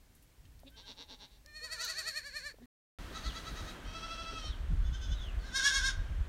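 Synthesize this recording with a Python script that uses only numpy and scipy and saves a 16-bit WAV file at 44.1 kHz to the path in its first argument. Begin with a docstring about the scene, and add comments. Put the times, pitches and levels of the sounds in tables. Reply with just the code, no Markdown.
"""Stony ground, then a short silence, then a concrete porch: goat kids bleat in both places.
On the stones a goat grunts and gives a creaky mutter, kids call far off, then two cry over each other
while pebbles click. By the porch four kids call in turn, a bird whistles and wind rumbles on the
microphone. Hooves knock in both places. A bleat is vocal-fold pulses through throat resonances,
throbbing about ten times a second on a slow contour."""
import sys
import numpy as np
from scipy import signal
from scipy.fft import rfft, irfft, next_fast_len
from scipy.io import wavfile
from scipy.ndimage import uniform_filter1d

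SR = 44100
rng = np.random.default_rng(int(sys.argv[2]) if len(sys.argv) > 2 else 0)


def unload_wav(signal):
    """Save mono or channel-first audio to the path in sys.argv[1] as 16-bit WAV at rate SR, clipped to [-1, 1]."""
    wavfile.write(
        sys.argv[1],
        SR,
        np.round(np.clip(np.atleast_2d(signal).T, -1, 1) * 32767).astype(np.int16),
    )


N = 276948
TIME = np.arange(N) / SR
STONES_END_S, PORCH_START_S = 2.658, 2.987
CUTOFF_HZ = 15750


def from_db(db):
    """Decibels to gain."""
    return 10 ** (np.asarray(db) / 20)


def unit_rms(x):
    """Scale to unit power."""
    return x / np.sqrt(np.mean(x ** 2) + 1e-20)


def in_time(rows):
    """Each column after the first, interpolated over TIME."""
    times, *columns = np.transpose(rows)
    return [np.interp(TIME, times, column) for column in columns]


def butter(x, hz, kind, order=2):
    """Low- or high-pass."""
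    return signal.sosfilt(signal.butter(order, min(hz, SR / 2 - 1), kind, fs=SR, output="sos"), x)


def drift(rate_hz, size):
    """Low-passed noise, unit RMS."""
    return unit_rms(butter(rng.standard_normal(size + SR // 4), rate_hz, "low")[-size:])


def resonate(x, hz, width_hz):
    """Two-pole resonance, unit peak gain."""
    r = np.exp(-np.pi * width_hz / SR)
    feedback = [1, -2 * r * np.cos(2 * np.pi * hz / SR), r * r]
    return signal.lfilter(np.array([1, 0, -1]) * (1 - r * r) / 2, feedback, x + 1e-18)


def coloured_noise(spectrum):
    """Unit-RMS noise with the given spectral shape."""
    hz, db = np.transpose(spectrum)
    size = next_fast_len(N)
    bins_hz = np.maximum(np.fft.rfftfreq(size, 1 / SR), 1)
    gain = from_db(np.interp(np.log(bins_hz), np.log(hz), db))
    return unit_rms(irfft(rfft(rng.standard_normal(size)) * gain, size)[:N])


def echoes(x, t60_s, wet_db, lowpass_hz):
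    """Add dense, quickly dying reflections from ground and walls."""
    t = TIME[:SR // 2]
    response = rng.standard_normal(len(t)) * from_db(-60 * t / t60_s) * (t > .004)
    response = butter(response / np.linalg.norm(response), lowpass_hz, "low", order=1)
    return x + from_db(wet_db) * signal.fftconvolve(x, response)[:N]


# Spectra: f/Hz, relative density/dB
STONES_AIR_SPECTRUM = [(88, -48), (150, 4.5), (193, -20.5), (221, -2), (530, -10.5), (1340, -15.5),
                       (1630, -14), (1800, -13.5), (2600, -15.5), (15500, -22)]
BREEZE_SPECTRUM = [(8.8, -43.5), (15, -2.5), (49, 9.5), (113, -5), (179, -9.5), (265, -28), (300, -15),
                   (390, -64), (660, -120)]
# Breeze strength: t/s, level/dB
BREEZE_LEVELS = [(0.0, -60), (0.35, -66), (0.42, -56.5), (1.02, -62.5), (2.65, -61)]

def breeze(air_db):
    """A light, low breeze over steady open-air noise."""
    rumble = from_db(in_time(BREEZE_LEVELS)[0]) * coloured_noise(BREEZE_SPECTRUM)
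    return rumble + from_db(air_db) * coloured_noise(STONES_AIR_SPECTRUM)


def knocks(contacts, relative_width):
    """Each contact is a short crunch in one broad resonance."""
    out = np.zeros(N)
    t = TIME[:SR // 5]
    for start_s, peak_db, hz, t60_s in contacts:
        crunch = rng.standard_normal(len(t)) * from_db(-60 * t / t60_s)
        burst = resonate(crunch, hz, relative_width * hz)
        out[round(start_s * SR):][:len(t)] += from_db(peak_db) * burst / np.abs(burst).max()
    return out


# Contacts: t/s, peak/dB (hooves: before low-pass), centre/Hz, t60/s
PEBBLE_CLICKS = [(.15, -56.5, 11000, 0.11), (.224, -57.5, 11000, 0.11), (.453, -55.5, 2830, 0.056),
                 (.592, -56, 4000, .025), (.599, -57, 12000, .04), (.702, -56, 13000, .04),
                 (1.461, -42.5, 5200, 0.011), (1.845, -37, 13000, 0.083)]
HOOF_KNOCKS = [(.378, -63, 280, 0.087), (.633, -48, 537, 0.015), (2.541, -50, 450, 0.033),
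               (2.585, -47, 345, 0.022), (2.617, -52, 400, 0.045), (3.11, -42, 310, 0.075),
               (4.33, -41, 403, 0.11), (4.44, -40, 524, 0.044)]

def steps():
    """Pebbles click underfoot; hooves knock dully."""
    pebbles = knocks(PEBBLE_CLICKS, relative_width=.4)
    hooves = butter(knocks(HOOF_KNOCKS, relative_width=.4), 1140, "low")
    return pebbles + hooves


def throbbing(contour, count, sag_hz, dip_db, slowing=0, build_s=.01, lead_s=.048, tail_s=.048,
              glide=.0465, fade_db=8, plateau=1.89):
    """Span, pitch, level and roughness of a call; effort deepens and roughens its throbs."""
    times, hz, db = np.transpose(contour)   # throb tops, first to last
    share = np.linspace(0, 1, count)
    throbs_s = times[0] + (times[-1] - times[0]) * (share - slowing * share * (1 - share))
    start_s, end_s = times[0] - lead_s, times[-1] + tail_s
    span = np.flatnonzero((TIME > start_s) & (TIME < end_s))
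    t = TIME[span]
    beat = np.interp(t, np.r_[start_s, throbs_s, end_s], np.r_[-.5, np.arange(count), count - .5])
    beat += .04 * np.sin(np.pi * beat) ** 2     # falls faster than it rises
    slack = 2 * np.abs(beat - np.round(beat))   # 0 on a throb, 1 in a trough
    outside = np.maximum(0, np.maximum((times[0] - t) / lead_s, (t - times[-1]) / tail_s))
    effort_db = np.interp(t, times, db) - db.max()
    scatter_db = 1.42 * np.interp(beat, np.arange(count + 1) - .5, rng.standard_normal(count + 1))
    depth = from_db(.3 * effort_db + scatter_db)
    drop_hz = sag_hz * depth * (1 - np.exp((start_s - t) / build_s))
    pitch_hz = (np.interp(t, times, hz) - drop_hz * slack ** 1.45) * (1 - glide * outside ** 3)
    trough_db = dip_db * depth * np.sin(np.pi * slack / 2) ** plateau
    level_db = db.max() + effort_db - trough_db - fade_db * outside ** 4
    # Slackening folds turn irregular just before each trough.
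    roughness = from_db(1.1 * effort_db) * (1 + 3 * np.sin(np.pi * (beat + .15)) ** 4)
    return span, pitch_hz, level_db, roughness


def through_throat(source, throat, span, level_db):
    """Steep throat resonances colour the source; its power then follows level_db."""
    voice = sum(from_db(db) * resonate(resonate(source, hz, width_hz), hz, width_hz)
                for hz, width_hz, db in throat)
    power = uniform_filter1d(voice ** 2, SR // 50)
    out = np.zeros(N)
    out[span] = voice / np.sqrt(np.abs(power) + 1e-20) * from_db(level_db)
    return out


def bleat(call, throat, dulling, jitter, rasp, opening_s=.032, closing=0):
    """Vocal-fold pulses, unsteady when rough, duller when soft, with a puff of turbulence per cycle."""
    span, pitch_hz, level_db, roughness = call
    size = len(span)
    wobble = 1 + .00395 * drift(50, size) + jitter * roughness * drift(220, size)
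    phase = 2 * np.pi * np.cumsum(pitch_hz * wobble) / SR
    mouth_closed = np.exp(-(np.arange(size) / SR / opening_s) ** 2)
    mouth_closed += closing * np.linspace(0, 1, size) ** 3   # narrows as the call tires
    slope = dulling * ((level_db.max() - level_db) / 20 + 5 * mouth_closed)
    harmonics = range(1, int(CUTOFF_HZ / pitch_hz.max()) + 2)
    pulses = sum(np.cos(k * phase) * k ** -slope * (k * pitch_hz < CUTOFF_HZ) for k in harmonics)
    pulses /= np.sqrt(len(harmonics) / 2)
    shimmer = 1 + .077 * roughness * drift(200, size)
    puffs = butter(rng.standard_normal(size) * (1 + np.cos(phase)), 5200, "high", order=1)
    source = pulses * shimmer + rasp * roughness * 10 ** -slope * puffs
    return through_throat(source, throat, span, level_db)


# Throb tops: t/s, pitch/Hz, level/dB
EARLY_GRUNT = [(.678, 284.3, -54.5)]
LATE_GRUNT = [(2.632, 244, -55.5)]
# Throats: f/Hz, width/Hz, gain/dB
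EARLY_FORMANTS = [(278, 250, -5.5), (578, 100, 2), (2660, 330, 2.5), (3680, 680, 4.5), (4370, 230, 0)]
LATE_FORMANTS = [(244, 160, 0.5), (1800, 280, -12), (3800, 1000, -22.5)]

def grunts():
    """Two soft grunts of one throb each."""
    early = throbbing(EARLY_GRUNT, count=1, sag_hz=50.3, dip_db=13, lead_s=.041, tail_s=.023)
    late = throbbing(LATE_GRUNT, count=1, sag_hz=40.3, dip_db=14)
    return (bleat(early, EARLY_FORMANTS, dulling=.41, jitter=.021, rasp=.33)
            + bleat(late, LATE_FORMANTS, dulling=.073, jitter=.023, rasp=.48))


# Throb tops: t/s, pitch/Hz, level/dB
SHORT_CRY = [(.752, 528, -64.5), (.85, 534, -62.5)]
THIN_CRY = [(.888, 870, -86), (1.0, 882, -77), (1.23, 861, -75), (1.348, 855, -77.5)]
# Throats: f/Hz, width/Hz, gain/dB
SHORT_FORMANTS = [(1640, 250, -2), (3150, 660, -3)]
THIN_FORMANTS = [(880, 150, -1), (1720, 400, -22)]

def far_kids():
    """Far off, a short bleat, then a thin, high, held cry."""
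    short = throbbing(SHORT_CRY, count=2, sag_hz=56.8, dip_db=12, tail_s=.058)
    thin = throbbing(THIN_CRY, count=5, sag_hz=48.5, dip_db=1)
    return (bleat(short, SHORT_FORMANTS, dulling=.48, jitter=.002, rasp=.03)
            + bleat(thin, THIN_FORMANTS, dulling=.5, jitter=.0075, rasp=.12))


# Throb tops: t/s, pitch/Hz, level/dB
MUTTER_CALL = [(.787, 243.4, -54), (.9, 237.5, -50), (1.122, 234.2, -51.5), (1.236, 222, -53),
               (1.348, 214.6, -68)]
# Throat: f/Hz, width/Hz, gain/dB
MUTTER_FORMANTS = [(268, 59, 8), (490, 200, 3), (877, 260, 3), (1645, 160, -1), (2130, 770, -3.5),
                   (2810, 240, 2), (3770, 950, 8), (4420, 130, 5), (5530, 460, 1.5)]

def creaky_mutter(lag, uneven_db, rasp):
    """Slack folds snap shut one by one: the rougher the voice, the later and more uneven each snap."""
    span, pitch_hz, level_db, roughness = throbbing(
        MUTTER_CALL, count=6, sag_hz=24.27, dip_db=21, slowing=.005,
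        lead_s=.034, tail_s=.056, glide=.023, fade_db=16, plateau=4.1)
    roughness = np.minimum(roughness, 1)
    size = len(span)
    snaps, at = np.zeros(size), 0
    for delay, strength in zip(rng.random(size // 50), rng.standard_normal(size // 50)):
        if at >= size:
            break
        snaps[at] = from_db(uneven_db * roughness[at] * strength)
        stretch = 1 + lag * roughness[at] ** 2 * delay * from_db(level_db[at] - level_db.max())
        at += round(SR / pitch_hz[at] * stretch)
    source = unit_rms(snaps) + rasp * roughness * rng.standard_normal(size)
    return through_throat(source, MUTTER_FORMANTS, span, level_db)


# Throb tops: t/s, pitch/Hz, level/dB
LONG_CRY = [(1.487, 603, -59.5), (1.568, 619, -46.5), (1.64, 638.7, -41), (1.724, 655, -37.5),
            (2.08, 648.8, -35), (2.172, 625.4, -35.5), (2.273, 582, -43.5), (2.373, 615.4, -38.5),
            (2.468, 593, -41)]
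LOW_CRY = [(1.658, 521, -59), (1.745, 507.4, -59.5), (1.842, 502.6, -38), (1.93, 382, -50),
           (2.08, 455, -52)]
# Throats: f/Hz, width/Hz, gain/dB
LONG_FORMANTS = [(630, 640, -18), (1337, 490, -15.5), (1734, 405, 1), (2390, 240, -3.5),
                 (3060, 1100, -12.5), (4372, 360, 4), (5060, 1800, -10), (7000, 700, -10),
                 (8680, 1700, -13.5), (11100, 2300, -21.5)]
LOW_FORMANTS = [(460, 150, -22.5), (1080, 340, -13), (1390, 170, -2), (3080, 500, -11), (4250, 970, 1),
                (6040, 1400, -3.5)]

def near_kids():
    """One kid bleats at length; a lower one cuts in."""
    long = throbbing(LONG_CRY, count=12, sag_hz=163.8, dip_db=14.5, slowing=.122,
                     build_s=.35, lead_s=.04, tail_s=.058, glide=.16, plateau=1.39)
    low = throbbing(LOW_CRY, count=5, sag_hz=90.5, dip_db=.5, slowing=.25, tail_s=.011, glide=.077)
    return (bleat(long, LONG_FORMANTS, dulling=.37, jitter=.004, rasp=.65, opening_s=.029, closing=.15)
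            + bleat(low, LOW_FORMANTS, dulling=1.06, jitter=.0022, rasp=.3))


# Spectra: f/Hz, relative density/dB
PORCH_AIR_SPECTRUM = [(120, -4), (200, -2), (290, -3.5), (422, -9), (641, -8.5), (783, -12), (1590, -9),
                      (2380, -16.5), (3180, -15), (4920, -27), (6130, -26), (10400, -33.5), (15500, -39)]
HISS_SPECTRUM = [(1000, -25), (4000, 12), (7000, 0), (10000, 0), (15500, -6)]
# Background: t/s, air/dB, hiss/dB
PORCH_LEVELS = [(3.0, -50.5, -62), (3.72, -49.5, -59.5), (3.8, -50.5, -77), (4.9, -56, -71.5),
                (5.4, -53, -74), (6.28, -55, -79)]

def porch_air():
    """Outdoor noise and a high hiss, each at a varying level."""
    air_db, hiss_db = in_time(PORCH_LEVELS)
    air = from_db(air_db) * coloured_noise(PORCH_AIR_SPECTRUM)
    return air + from_db(hiss_db) * coloured_noise(HISS_SPECTRUM)


# Rumble: f/Hz, relative density/dB
WIND_SPECTRUM = [(8.8, -42), (15, -22), (32, 5), (50, 3.5), (78, -5.5), (113, -15), (216, -36),
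                 (326, -40.5), (400, -51), (520, -54), (880, -120)]
# Wind strength: t/s, level/dB
GUST_LEVELS = [(3.0, -51), (3.8, -52), (4.55, -44.5), (4.78, -31), (5.0, -39), (5.35, -39), (5.6, -50.5),
               (5.72, -50.5), (5.79, -36), (6.28, -45)]
# Puffs: t/s, rumble/dB, eddy/dB
WIND_PUFFS = [(3.03, -42.5, -69), (3.281, -35.5, -65), (3.52, -41.5, -68), (3.62, -39.5, -66),
              (3.88, -41, -55), (4.491, -35, -69), (4.62, -38, -63), (4.73, -29.5, -40), (4.819, -29, -53),
              (4.9, -32.5, -50), (5.119, -30, -50), (5.38, -33.5, -65), (5.88, -51, -50), (6.0, -32.5, -66),
              (6.12, -35, -50.5), (6.199, -29, -55)]

def wind(puff_s, eddy_s, eddy_hz, eddy_width_hz):
    """Wind rumbles on the microphone; short puffs ride on it and shed smaller, higher eddies."""
    rumble_power = from_db(in_time(GUST_LEVELS)[0]) ** 2
    eddy_power = np.zeros(N)
    for peak_s, rumble_db, eddy_db in WIND_PUFFS:
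        rumble_power += from_db(rumble_db) ** 2 * np.exp(-((TIME - peak_s) / puff_s) ** 2)
        eddy_power += from_db(eddy_db) ** 2 * np.exp(-((TIME - peak_s) / eddy_s) ** 2)
    rumble = coloured_noise(WIND_SPECTRUM)
    rumble /= np.sqrt(uniform_filter1d(rumble ** 2, SR // 16))   # flatten random swells
    eddies = resonate(rng.standard_normal(N), eddy_hz, eddy_width_hz)
    eddies = unit_rms(resonate(eddies, eddy_hz, eddy_width_hz))
    return np.sqrt(rumble_power) * rumble + np.sqrt(eddy_power) * eddies


# Throb tops: t/s, pitch/Hz, level/dB
RASPY_CALL = [(3.163, 660, -44), (3.39, 673, -45), (3.587, 652.5, -47), (3.695, 647, -48)]
STEADY_CALL = [(3.882, 642.5, -54), (3.96, 662, -46.5), (4.125, 670.5, -43), (4.3, 664.3, -46.5),
               (4.375, 651.6, -45), (4.461, 623.3, -47.5)]
FAINT_CALL = [(4.866, 503.6, -58.5), (4.948, 522.3, -50.5), (5.128, 507, -48.5), (5.222, 499, -55.5)]
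LOUD_CALL = [(5.47, 540, -56), (5.51, 518.5, -53), (5.56, 542.8, -31), (5.664, 567, -27.5),
             (5.762, 552.5, -30), (5.866, 540.8, -31.5)]
# Throats: f/Hz, width/Hz, gain/dB
RASPY_FORMANTS = [(640, 440, -7.5), (1325, 170, 9), (1740, 890, 3.5), (3420, 210, 5), (3910, 570, 7),
                  (4620, 210, 4), (5030, 460, -2.5), (6260, 750, 0.5), (8700, 1200, -14.5)]
STEADY_FORMANTS = [(686, 82, -5), (1353, 97, 8.5), (2140, 560, -8), (2716, 156, 4.5), (3270, 610, 1),
                   (4120, 390, 2.5), (4720, 390, -2), (5350, 1030, -3.5), (7550, 1600, -17)]
FAINT_FORMANTS = [(1450, 450, 2.5), (2070, 280, -15), (3320, 470, 8.5), (5180, 600, -2), (6280, 560, 1.5)]
LOUD_FORMANTS = [(1117, 310, -13.5), (1530, 320, 3), (2133, 160, -9), (3550, 620, -1.5), (4330, 450, -4.5),
                 (5440, 1200, -4.5), (6500, 420, -6), (8630, 1330, -16.5), (11700, 580, -31)]

def herd():
    """Four kids bleat in turn, a few metres off."""
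    raspy = throbbing(RASPY_CALL, count=6, sag_hz=132.5, dip_db=17, slowing=.036,
                      tail_s=.026, glide=.0322)
    steady = throbbing(STEADY_CALL, count=8, sag_hz=23.78, dip_db=6.5, slowing=.036,
                       lead_s=.04, tail_s=.05)
    faint = throbbing(FAINT_CALL, count=5, sag_hz=67.4, dip_db=18, slowing=.099, lead_s=.06, glide=.033)
    loud = throbbing(LOUD_CALL, count=5, sag_hz=66.2, dip_db=10.5, slowing=.041,
                     lead_s=.055, glide=.0824)
    return (bleat(raspy, RASPY_FORMANTS, dulling=.087, jitter=.0058, rasp=.92)
            + bleat(steady, STEADY_FORMANTS, dulling=.11, jitter=.0088, rasp=.36)
            + bleat(faint, FAINT_FORMANTS, dulling=.27, jitter=.0078, rasp=.5)
            + bleat(loud, LOUD_FORMANTS, dulling=.053, jitter=.0037, rasp=.51))


# Whistles: t/s, length/s, first/Hz, last/Hz, level/dB
BIRD_WHISTLES = [(3.235, 0.085, 4470, 2630, -49.5), (4.427, 0.13, 4430, 2800, -56),
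                 (5.128, .2, 3940, 2332, -57), (5.389, 0.14, 4470, 3640, -62)]

def bird(waver, bend):
    """Thin whistles that slide down ever faster."""
    out = np.zeros(N)
    for start_s, length_s, first_hz, last_hz, db in BIRD_WHISTLES:
        size = int(length_s * SR)
        progress = np.linspace(0, 1, size)
        hz = (first_hz + (last_hz - first_hz) * progress ** bend) * (1 + waver * drift(570, size))
        envelope = from_db(db) * np.sqrt(2 * np.abs(np.sin(np.pi * progress)))
        out[round(start_s * SR):][:size] += envelope * np.sin(2 * np.pi * np.cumsum(hz) / SR)
    return out


def scene():
    """Stony ground, then the porch; steps in both."""
    close = grunts() + creaky_mutter(lag=.9, uneven_db=1.5, rasp=.4)
    stones = echoes(close, t60_s=.11, wet_db=-8, lowpass_hz=6030)
    stones += echoes(far_kids() + near_kids(), t60_s=.15, wet_db=-11.5, lowpass_hz=6250)
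    stones += breeze(air_db=-68.5)
    calls = herd() + bird(waver=.031, bend=1.6)
    porch = echoes(calls, t60_s=.17, wet_db=-2.5, lowpass_hz=7100)    # quick porch reflections
    porch = echoes(porch, t60_s=.67, wet_db=-10.5, lowpass_hz=1800)   # dull tail from the yard
    porch += porch_air() + wind(puff_s=.026, eddy_s=.017, eddy_hz=143, eddy_width_hz=65)
    return (stones * (TIME < STONES_END_S) + porch * (TIME > PORCH_START_S) + steps())[None]


def record(dry):
    """The microphone notches the treble; a steep low-pass cuts the top."""
    notch_hz = 10370
    notched = signal.lfilter(*signal.iirnotch(notch_hz, Q=40, fs=SR), dry)
    return signal.sosfilt(signal.ellip(10, .1, 80, CUTOFF_HZ, fs=SR, output="sos"), notched)


dry = scene()
out = record(dry)
unload_wav(out)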